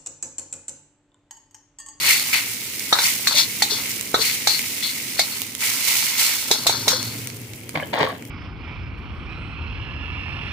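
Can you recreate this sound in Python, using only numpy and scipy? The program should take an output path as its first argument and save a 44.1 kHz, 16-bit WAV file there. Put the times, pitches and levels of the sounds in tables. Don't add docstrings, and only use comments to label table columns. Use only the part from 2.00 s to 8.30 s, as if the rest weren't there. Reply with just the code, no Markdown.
import sys
import numpy as np
from scipy import signal
from scipy.fft import rfft, irfft
from scipy.io import wavfile

SR = 44100
rng = np.random.default_rng(int(sys.argv[2]) if len(sys.argv) > 2 else 0)


def materialize(psi):
    bounded = np.clip(np.atleast_2d(psi).T, -1, 1)
    quanta = np.round(bounded * 32767).astype(np.int16)
    wavfile.write(sys.argv[1], SR, quanta)


def decibels_to_gain(level_db):
    exponent = np.asarray(level_db, float) / 20
    return 10 ** exponent


N = 277827

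# (frequency [Hz], likeness [0-1])
PORT_LIKENESS = [(60, 0.93), (300, 0.96), (700, 0.2), (1400, 0.31), (2500, 0.13), (5000, 0), (15000, 0.061)]
# (time [s], fat left over right [dB], steel left over right [dB])
LEANS = [(0.0, -3.5, 3), (1.4, -4.5, 1.5), (2.65, -4, 4.5), (2.84, -4, 3), (4.3, -5.5, 1.5),
         (5.14, -2.5, 1.5), (5.53, -2, 13), (6.3, -8, 23)]
# (frequency [Hz], density [dB per Hz])
AIR_COLOUR = [(26, -43), (45, -20.5), (113, -9.5), (173, -13), (246, -6.5), (322, -13), (356, -12.5),
              (387, -16.5), (428, -14), (745, -25.5), (959, -26), (1060, -30), (2500, -31), (3250, -24.5),
              (5500, -120)]
# (frequency [Hz], width [Hz], level [dB])
HUM_MODES = [(114, 25, 3), (232, 22, -8.5)]
# (time [s], level [dB])
DRAUGHT = [(0, -39.5), (.6, -39.5), (1.9, -35.5), (4.4, -41), (4.7, -33.5), (5.05, -32.5), (5.58, -39),
           (5.98, -31), (6.3, -36.5)]
# (time [s], level [dB])
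MOTOR = [(0, -33.5), (.6, -45.5), (2.1, -44), (3.0, -43), (3.4, -39), (4.44, -56), (4.67, -34),
         (5.05, -25.5), (5.3, -28), (5.6, -30.5), (6.3, -31.5)]
# (time [s], level [dB])
HEAT = [(0, -35), (.3, -25.5), (.6, -32), (.9, -31), (1.25, -29), (1.6, -30), (1.9, -28), (2.06, -33.5),
        (2.12, -36), (2.45, -30), (3.1, -31), (3.35, -30), (3.56, -38), (4.5, -34.5), (5.2, -35.5),
        (5.3, -42.5), (5.68, -48.5), (6.3, -56.5)]
# (peak time [s], rise [s], fall [s], fat [dB], steam [dB])
FLARES = [(.096, 0.092, 0.093, -19, -17), (.335, 0.0098, 0.073, -24, -17.5), (1.05, 0.066, 0.1, -20, -23.5),
          (1.383, 0.047, 0.053, -24, -22), (2.253, 0.07, 0.15, -24, -26), (2.495, .02, 0.28, -29, -32.5),
          (2.83, 0.0097, 0.14, -36, -33.5), (3.215, 0.026, .15, -42, -46), (3.62, 0.024, 0.35, -25, -28),
          (3.88, 0.069, 0.39, -23, -25.5), (4.196, 0.033, 0.21, -22, -23.5),
          (4.535, 0.026, 0.016, -29, -44), (4.71, 0.038, 0.025, -32.5, -33),
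          (4.905, 0.029, 0.028, -26.5, -46)]
# (frequency [Hz], density [dB per Hz])
FIZZ_COLOUR = [(1500, -24), (2400, -12), (2900, -0.5), (3200, -2.5), (3600, -0.5), (4300, 0.5), (6000, 0.5),
               (9000, -1), (12000, -3.5), (15400, -1), (15900, -36)]
# (frequency [Hz], width [Hz], level [dB])
BOWL_AIR = [(2180, 485, 10), (2610, 950, 4.5), (1920, 160, 1.5)]
# (peak time [s], rise [s], fall [s], edge [dB], wok rumble [dB])
DRAGS = [(.096, 0.15, 0.14, -20.5, -32.5), (.335, 0.0083, 0.081, -21.5, -34), (.955, 0.03, 0.088, -31, -26),
         (1.04, 0.077, 0.073, -22, -49), (1.32, 0.052, 0.041, -20.5, -33), (1.384, 0.029, 0.039, -9.5, -31),
         (1.605, .03, .02, -39, -46), (1.71, 0.012, 0.066, -19.5, -35), (1.8, .1, 0.1, -33, -44.5),
         (2.165, 0.026, 0.057, -40, -30), (2.215, .02, 0.028, -18.5, -44), (2.27, .06, 0.1, -25, -43),
         (2.495, 0.013, 0.089, -20.5, -41), (2.832, 0.01, .08, -20.5, -45),
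         (3.188, .02, 0.0092, -27.5, -45), (3.215, .02, 0.029, -21.5, -40), (3.33, .08, 0.08, -32, -46),
         (3.62, 0.017, 0.47, -39, -39.5), (3.88, 0.055, 0.5, -27, -39), (4.196, 0.037, 0.22, -24, -35.5),
         (4.535, 0.046, 0.099, -26, -35), (4.71, 0.076, 0.15, -26, -35),
         (4.905, 0.023, 0.093, -21.5, -29.5), (5.0, .05, 0.26, -35, -45)]
# (frequency [Hz], density [dB per Hz])
EDGE_RASP = [(2000, -50), (3150, -28), (3420, -2), (3750, 0), (4400, -1), (4900, -10), (5800, -16),
             (8000, -22), (12000, -40)]
# (frequency [Hz], density [dB per Hz])
WOK_RASP = [(150, -35), (300, -12), (450, -5), (650, -4), (900, 0), (1300, -1), (1600, -3), (2000, -9),
            (2600, -28), (4000, -60)]
# (frequency [Hz], width [Hz], level [dB])
LADLE_MODES = [(3080, 60, -16), (3490, 30, -3), (3565, 25, -6), (3640, 20, 0), (3740, 25, 0),
               (3890, 25, -2), (4000, 25, 2), (4100, 25, -4), (4340, 30, -4), (4400, 25, -2),
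               (4800, 40, -8), (5130, 20, -3), (5480, 25, -7), (5850, 25, -6), (6100, 60, -14),
               (6460, 20, -9), (6780, 30, -12), (7260, 30, -16), (7730, 30, -16), (8220, 50, -14),
               (8700, 30, -16)]
# (frequency [Hz], width [Hz], level [dB])
WOK_MODES = [(436, 40, -6), (575, 30, -7), (660, 30, -6), (821, 40, -1), (930, 25, 0), (1118, 25, -3),
             (1300, 20, -1), (1480, 30, -3), (1690, 30, -5), (1900, 50, -5), (2180, 60, -3)]
# (time [s], lift of the upper half of the ladle's band and equal drop of the
# lower [dB], high modes [dB])
LIP = [(0, 0, -7), (.92, 0, -3), (.99, -1, -5), (1.04, 2, 9), (1.27, 6, -2), (1.33, -2, -2),
       (1.38, -2.5, 2), (1.62, 1.5, -6), (1.72, -2.5, 3), (2.14, -1.5, -6), (2.22, 0.5, 2), (2.47, 4.5, -2),
       (2.83, -3.5, -9), (3.19, 2, -4), (3.9, 1, 0), (4.51, -4, 5), (4.67, 0.5, 0), (4.88, -2, 8),
       (5.1, 1, -2)]
# (time [s], peak [dB], low part [dB], left over right [dB])
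POPS = [(0.198, -10, -9, -3), (0.2153, -20, -5, -5.5), (0.331, -15, 9, -15), (0.519, -27, -9, -1),
        (0.548, -33, -12, -3), (0.562, -28, -15, -5), (0.796, -13, -11, -9), (0.806, -20, 5, -3),
        (0.824, -20, -3, -4), (0.8967, -25, 2, -3.5), (1.4118, -17, -8, 5), (1.996, -18, -8, -7),
        (2.0108, -11, -8, -6), (2.2047, -21, -9, -2), (2.978, -23, 7, 0), (2.593, -16.5, 10.5, 6),
        (3.4183, -9, -36, -6), (3.551, -14, -20, -10), (3.607, -17, -6, 3), (4.067, -16, 3, -5),
        (4.153, -24, 17, -14.5), (5.029, -13, -12, -9), (5.273, -14.5, -5, 0), (5.301, -25, 6, -16),
        (5.535, -25.5, 4, -9), (5.613, -36, 2, -4), (5.6334, -37, 12, -3), (5.6929, -18, -2, -8),
        (5.99, -22, 8, -3), (6.1544, -45, -11, -2), (6.2241, -28, 8, -2), (6.252, -29, 1, 3)]
# (time [s], level [dB], pitch [Hz], length [cycles])
CHIMES = [(0.925, -1, 1500, 0.83), (0.929, -8, 3730, 23), (0.989, -17, 3860, 25), (1.345, -30.5, 592, 16),
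          (1.6212, -6, 3800, 1.6), (1.72, -27, 418, 7.1), (2.146, -13, 3940, 14), (2.189, -21.5, 445, 5.8),
          (2.472, -11, 1310, 1.2), (3.197, -15, 2180, 22), (4.506, -17, 677, 2), (4.545, -26, 860, 5),
          (4.66, -10, 650, 0.76), (4.857, -31, 930, 9.9), (4.874, -7, 666.7, 0.68), (4.93, -21, 510, 7),
          (5.757, -17, 1670, 5), (5.758, -25, 155, 7.1), (5.76, -30, 3080, 18), (5.762, -24, 294, 4.8),
          (7.1, -18, 1680, 4), (5.822, -30, 1700, 20), (5.832, -24, 3080, 17), (5.9325, -10, 1500, 1.2),
          (5.936, -31.5, 3010, 23), (5.938, -26, 545, 9), (5.958, -24, 1120, 2.5), (5.981, -20, 1300, 1.5),
          (5.99, -17, 1800, 1.2), (5.992, -23, 487, 6), (6.0, -14, 1110, 2.5), (6.01, -22.5, 155, 3.6),
          (6.012, -18, 436, 14.5), (6.013, -18, 2200, 9.2), (6.021, -21, 1400, 1.5),
          (6.036, -18.5, 525, 7.7), (6.037, -15, 1100, 2.5), (6.055, -25, 1120, 3.5),
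          (6.095, -20, 1110, 7.1), (6.12, -27, 690, 5)]
# (time [s], thud [dB], thud pitch [Hz], ladle ring [dB], crack over the ring [dB])
KNOCKS = [(0.926, 0, 870, -2, -19), (0.987, 5.5, 1970, -7.5, -18), (1.271, 7, 1840, -6.5, -3),
          (1.6206, 7.5, 2040, -4.5, -5), (2.1419, -5, 434, -8, -21), (2.147, -4.5, 810, -11, -14),
          (2.213, -24, 2160, -18.5, 0), (2.471, 2, 1960, -2, -8.5), (3.192, 6.5, 2070, -5.5, -5.5),
          (4.511, -9, 676, -3.5, -7), (4.666, -7, 666, -4.5, -3.5), (4.694, -8, 660, -10, -9),
          (4.879, -5.5, 770, -3, -6)]
# (frequency [Hz], density [dB per Hz])
CRACK_COLOUR = [(880, -67), (1500, -20), (2190, -1.5), (2860, -11), (4040, 5.5), (5170, -6), (6630, -1.5),
                (9470, -10), (16000, -13)]
# (time [s], peak [dB], pitch [Hz], low boom [dB], t60 [s])
BOUNCES = [(5.744, -25, 433, -8, 0.047), (5.7559, -11.5, 2220, -3, 0.047), (5.775, -31, 265, -16, 0.05),
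           (5.8, -14.5, 2190, -10, 0.048), (5.826, -21.5, 1650, -1, 0.066),
           (5.9332, -12.5, 560, -20, 0.063), (5.976, -12.5, 946, -7, 0.064), (5.989, -23, 523, -3, 0.096),
           (6.002, -36, 428, 16, 0.045), (6.009, -17, 436, -12, 0.15), (6.034, -16.5, 464, -18, 0.063),
           (6.072, -16, 1110, -22, 0.088)]
# (time [s], level [dB])
SLIDES = [
    [(5.73, -81), (5.754, -21), (5.84, -37), (5.88, -43)],
    [(5.932, -16.5), (5.962, -22), (6.012, -13), (6.096, -28), (6.2, -45)],
]
# (frequency [Hz], width [Hz], level [dB])
COUNTER_MODES = [(155, 50, -18), (280, 21, -0.5), (436, 14, 3.5), (569, 26, 8), (736, 180, -12),
                 (1110, 210, 16), (1580, 110, -21), (1700, 63, -2), (2220, 200, 2.5), (3080, 80, -24)]
# (frequency [Hz], density [dB per Hz])
WOOD_RASP = [(100, -20), (160, -45), (450, 5), (800, 3), (1150, 1), (2100, -1.5), (2800, -11), (4500, -17),
             (8000, -39), (11000, -55)]

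STEAM_REST_DB, EDGE_REST_DB, BELLY_REST_DB = -6, -13, -21
SWING_DB = 12
ROUND = 0.17
STEAM_STEEP, BELLY_STEEP = 1.22, 0.92
DUCK_DB, DUCK_S = -1, 0.11
MIST_DB, MIST_HZ, MIST_FOLLOW = -21.5, 6700, 0.52
LIP_SPLIT_HZ, LIP_HIGH_HZ = 3980, 4840
WOK_RING_DB, WOK_PER_CRACK = -8.5, -0.56
JOLT_TIMES_S, JOLT_DB, JOLT_HZ = (4.664, 4.878), -30., 36.


def evened(x):
    return x / np.sqrt(np.mean(x ** 2) + 1e-20)


def read(points, hz):
    f, value = np.transpose(points)
    return np.interp(np.log(hz + 1), np.log(f + 1), value)


def curve(rows, column):
    rows = np.asarray(rows)
    return np.interp(np.arange(N) / SR, rows[:, 0], rows[:, column])


def add(mix, s, sound):
    part = mix[:, round(s * SR):][:, :sound.shape[1]]
    part += sound[:, :part.shape[1]]


def panned(x, lean_db):
    return x * np.array([decibels_to_gain(lean_db / 2), decibels_to_gain(-lean_db / 2)]).reshape(2, -1)


def ports(a, b):
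    same = np.clip(read(PORT_LIKENESS, np.fft.rfftfreq(len(a), 1 / SR)), 0, 1)
    second = same * rfft(a) + np.sqrt(1 - same ** 2) * rfft(b)
    return np.array([a, irfft(second, len(a))])


def noise(size):
    return ports(*rng.standard_normal((2, size)))


def coloured(x, gain):
    return irfft(rfft(x) * gain(np.fft.rfftfreq(x.shape[-1], 1 / SR)), x.shape[-1])


def shaped(x, points):
    return evened(coloured(x, lambda hz: decibels_to_gain(read(points, hz))))


def humps(modes):
    return lambda hz: np.sqrt(sum(decibels_to_gain(2 * db) / (1 + (2 * (hz - f) / w) ** 2) ** 2 for f, w, db in modes))


def flicker(hz, depth_db):
    rate = 400
    steps = rng.standard_normal(int(N / SR * rate) + 2)
    steps = evened(signal.lfilter([1], [1, -np.exp(-hz / 60)], steps))
    return decibels_to_gain(depth_db * np.interp(np.arange(N) / SR * rate, np.arange(len(steps)), steps))


def fan():
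    air = shaped(noise(N), AIR_COLOUR)
    hum = evened(coloured(noise(N), humps(HUM_MODES)))
    rush = decibels_to_gain(curve(DRAUGHT, 1) - 4.5) * air * flicker(23.0, 0.49)
    return rush + decibels_to_gain(curve(MOTOR, 1) - 11.0) * hum


def grains(per_s, spread_db):
    size = decibels_to_gain(spread_db * np.minimum(rng.exponential(1, N), 5)) * rng.choice([-1., 1.], N)
    return size * (rng.random(N) < per_s / SR)


def stirred(rows, column, rest_db, steep=1):
    rows = np.asarray(rows).T[:, :, None]
    t = np.arange(0, N + 64, 64) / SR
    peak, rise, fall = rows[:3]
    before = (peak - t) / abs(rise)
    after = np.hypot((t - peak) / fall, ROUND) * (t > peak) - ROUND
    away = np.maximum(before, after).clip(0)
    power = decibels_to_gain(2 * (rows[column] - steep * SWING_DB * away)).sum(0)
    strokes = np.interp(np.arange(N) / SR, t, power)
    return np.sqrt(strokes + decibels_to_gain(2 * (curve(HEAT, column=1) + rest_db)))


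def covered():
    since = np.arange(N) / SR - np.transpose(KNOCKS)[0][:, None]
    return decibels_to_gain(DUCK_DB * (np.exp(-abs(since) / DUCK_S) * (since > 0)).max(0))


def fat():
    fizz = ports(grains(9000., 3.), grains(9000., 3.)) * flicker(45., 1.2)
    gain = decibels_to_gain(4.0) * stirred(FLARES, column=3, rest_db=-3.5) * covered()
    return gain * panned(shaped(fizz, FIZZ_COLOUR), curve(LEANS, 1))


def steam():
    puffs = ports(grains(3000., 3.3), grains(3000., 1.0)) * flicker(50., 0.46)
    bowl = panned(evened(coloured(puffs, humps(BOWL_AIR))), curve(LEANS, 2))
    return stirred(FLARES, column=4, rest_db=STEAM_REST_DB, steep=STEAM_STEEP) * covered() * bowl


def mist():
    decay = decibels_to_gain(-60 * np.arange(600) / SR / .012)
    bursts = signal.oaconvolve(abs(grains(220., 3.)), decay)[:N]
    ticks = coloured(bursts * rng.standard_normal((2, N)),
                     lambda hz: 1 / np.hypot(1, (MIST_HZ / (hz + 1)) ** 2))
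    return decibels_to_gain(MIST_DB + MIST_FOLLOW * curve(HEAT, column=1)) * panned(evened(ticks), -9.5)


def ring(modes, t60, scatter_db, size=12000):
    t = np.arange(size) / SR
    hz, width, db = np.transpose(modes)[:, :, None]
    luck = rng.standard_normal((3, len(modes), 1))
    decay_db = 60 * t * (1 / t60 + 0.18 * width)
    fall = decibels_to_gain(db + scatter_db * luck[0] - decay_db) * np.minimum(t * hz, 1)
    a, b = ((fall * np.sin(2 * np.pi * hz * t + 3 * p)).sum(0) for p in luck[1:])
    return ports(a, b) / abs(a).max()


def rubbed(modes, rasp, per_s, spread_db, t60, modes_db):
    blows = grains(per_s, spread_db) * flicker(53.0, 0.31)
    smear = noise(300) * decibels_to_gain(-60 * np.arange(300) / SR / .004)
    broad = shaped(signal.oaconvolve(blows[None], smear, axes=1)[:, :N], rasp)
    tones = evened(signal.oaconvolve(blows[None], ring(modes, t60, 0.21), axes=1)[:, :N])
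    return evened(broad + decibels_to_gain(modes_db) * tones)


def above(hz, edge_hz):
    return 1 / (1 + np.exp(np.clip((edge_hz - hz) / 90, -50, 50)))


def turning(x):
    upper = coloured(x, lambda hz: above(hz, LIP_SPLIT_HZ))
    high = coloured(x, lambda hz: above(hz, LIP_HIGH_HZ))
    half = decibels_to_gain(curve(LIP, column=1))
    return (x - upper) / half + (upper - high) * half + high * decibels_to_gain(curve(LIP, column=2) - 0.5)


def scrape():
    ladle = rubbed(LADLE_MODES, EDGE_RASP, 4000., 2.5, .08, -9.)
    wok = rubbed(WOK_MODES, WOK_RASP, 1200., 3., .06, -6.)
    edge = stirred(DRAGS, column=3, rest_db=EDGE_REST_DB)
    fizz = stirred(FLARES, column=3, rest_db=0)
    free = np.sqrt(np.maximum(edge ** 2 - decibels_to_gain(-10.) * fizz ** 2, 0))
    rumble = stirred(DRAGS, column=4, rest_db=BELLY_REST_DB, steep=BELLY_STEEP) * wok
    return decibels_to_gain(0.5) * (free * panned(turning(ladle), curve(LEANS, 2)) + rumble)


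def thud(hz, cycles):
    t = np.arange(12000) / SR
    build = np.minimum(t / 0.00084, 1) ** 2
    return np.sin(2 * np.pi * hz * t) * np.exp(-t * hz / cycles) * build * np.ones((2, 1))


def pop(db, low_db, lean_db):
    t = np.arange(12000) / SR

    def band(hz):
        return 1 / np.hypot(1, (2300.0 / (hz + 1)) ** 2) / np.hypot(1, (hz / 13000.0) ** 2)

    spit = coloured(noise(len(t)), band) * decibels_to_gain(2.5 - 60 * t / 0.0052)
    return panned(decibels_to_gain(db) * (spit + decibels_to_gain(low_db) * thud(2240.0, 2.14)), np.clip(lean_db, -6, 6))


def chime(db, hz, cycles):
    return decibels_to_gain(db) * thud(hz, cycles)


def tipped(s):
    at, half_db, high_db = np.transpose(LIP)
    half_db, high_db = np.interp(s, at, half_db), np.interp(s, at, high_db)

    def shift_db(f):
        upper, high = above(f, LIP_SPLIT_HZ), above(f, LIP_HIGH_HZ)
        return -half_db + 2 * half_db * upper + (high_db - half_db) * high

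    return [(f, w, db + shift_db(f)) for f, w, db in LADLE_MODES]


def knock(s, db, hz, ladle_db, bright_db):
    t = np.arange(12000) / SR
    crack = shaped(noise(len(t)), CRACK_COLOUR) * decibels_to_gain(ladle_db + bright_db - 60 * t / 0.1)
    wok_db = ladle_db + WOK_RING_DB + WOK_PER_CRACK * bright_db
    ladle = decibels_to_gain(ladle_db) * ring(tipped(s), 0.18, 3.5)
    wok = decibels_to_gain(wok_db) * ring(WOK_MODES, 0.036, 6.3)
    swell = np.minimum(t / 0.0021, 1) ** 2
    return decibels_to_gain(db + 2.5) * thud(hz, 0.87) + (ladle + wok + crack) * swell


def jolt():
    return decibels_to_gain(JOLT_DB) * thud(JOLT_HZ, 1)


def bounce(db, hz, boom_db, t60):
    boom = decibels_to_gain(boom_db) * ring(COUNTER_MODES, 1.03 * t60, 8.1)
    return decibels_to_gain(db) * (thud(hz, t60 * hz / 20) + boom)


def counter_slide():
    rows = [(5.7, -96)] + list(SLIDES[0]) + [(5.925, -56)] + list(SLIDES[1]) + [(6.25, -90)]
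    slide = rubbed(COUNTER_MODES, WOOD_RASP, 1100., 3.5, .07, -5.)
    return decibels_to_gain(curve(rows, 1) - 3.5) * panned(slide, 1.9)


def kitchen(x, t60):
    t = np.arange(16000) / SR
    hits = rng.choice([-1., 1.], (2, len(t))) * (rng.random((2, len(t))) < .05)
    taps = hits * decibels_to_gain(-60 * t / t60) * (t > .003)
    return signal.oaconvolve(x, taps / np.linalg.norm(taps[0]), axes=1)[:, :N]


def scene():
    blows = np.zeros((2, N))
    for s, *row in POPS:
        add(blows, s, pop(*row))
    for s, *row in CHIMES:
        add(blows, s, chime(*row))
    for s, *row in KNOCKS:
        add(blows, s, knock(s, *row))
    for s in JOLT_TIMES_S:
        add(blows, s, jolt())
    for s, *row in BOUNCES:
        add(blows, s, bounce(*row))
    blows += counter_slide()
    room = decibels_to_gain(-9.) * kitchen(blows, .22)
    return fan() + fat() + steam() + mist() + scrape() + blows + room


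def top_cut(x):
    return signal.sosfilt(signal.butter(12, 16440, fs=SR, output="sos"), x)


def record(dry):
    thin = coloured(dry, lambda hz: 1 / np.sqrt(1 + (69.0 / (hz + 1)) ** 4))
    held = 1.1 * np.tanh(thin / 1.1)
    finished = coloured(held, lambda hz: decibels_to_gain(-np.clip((hz - 15480) / 14, 0, 70)))
    return top_cut(finished)


dry = scene()
out = record(dry)
materialize(out)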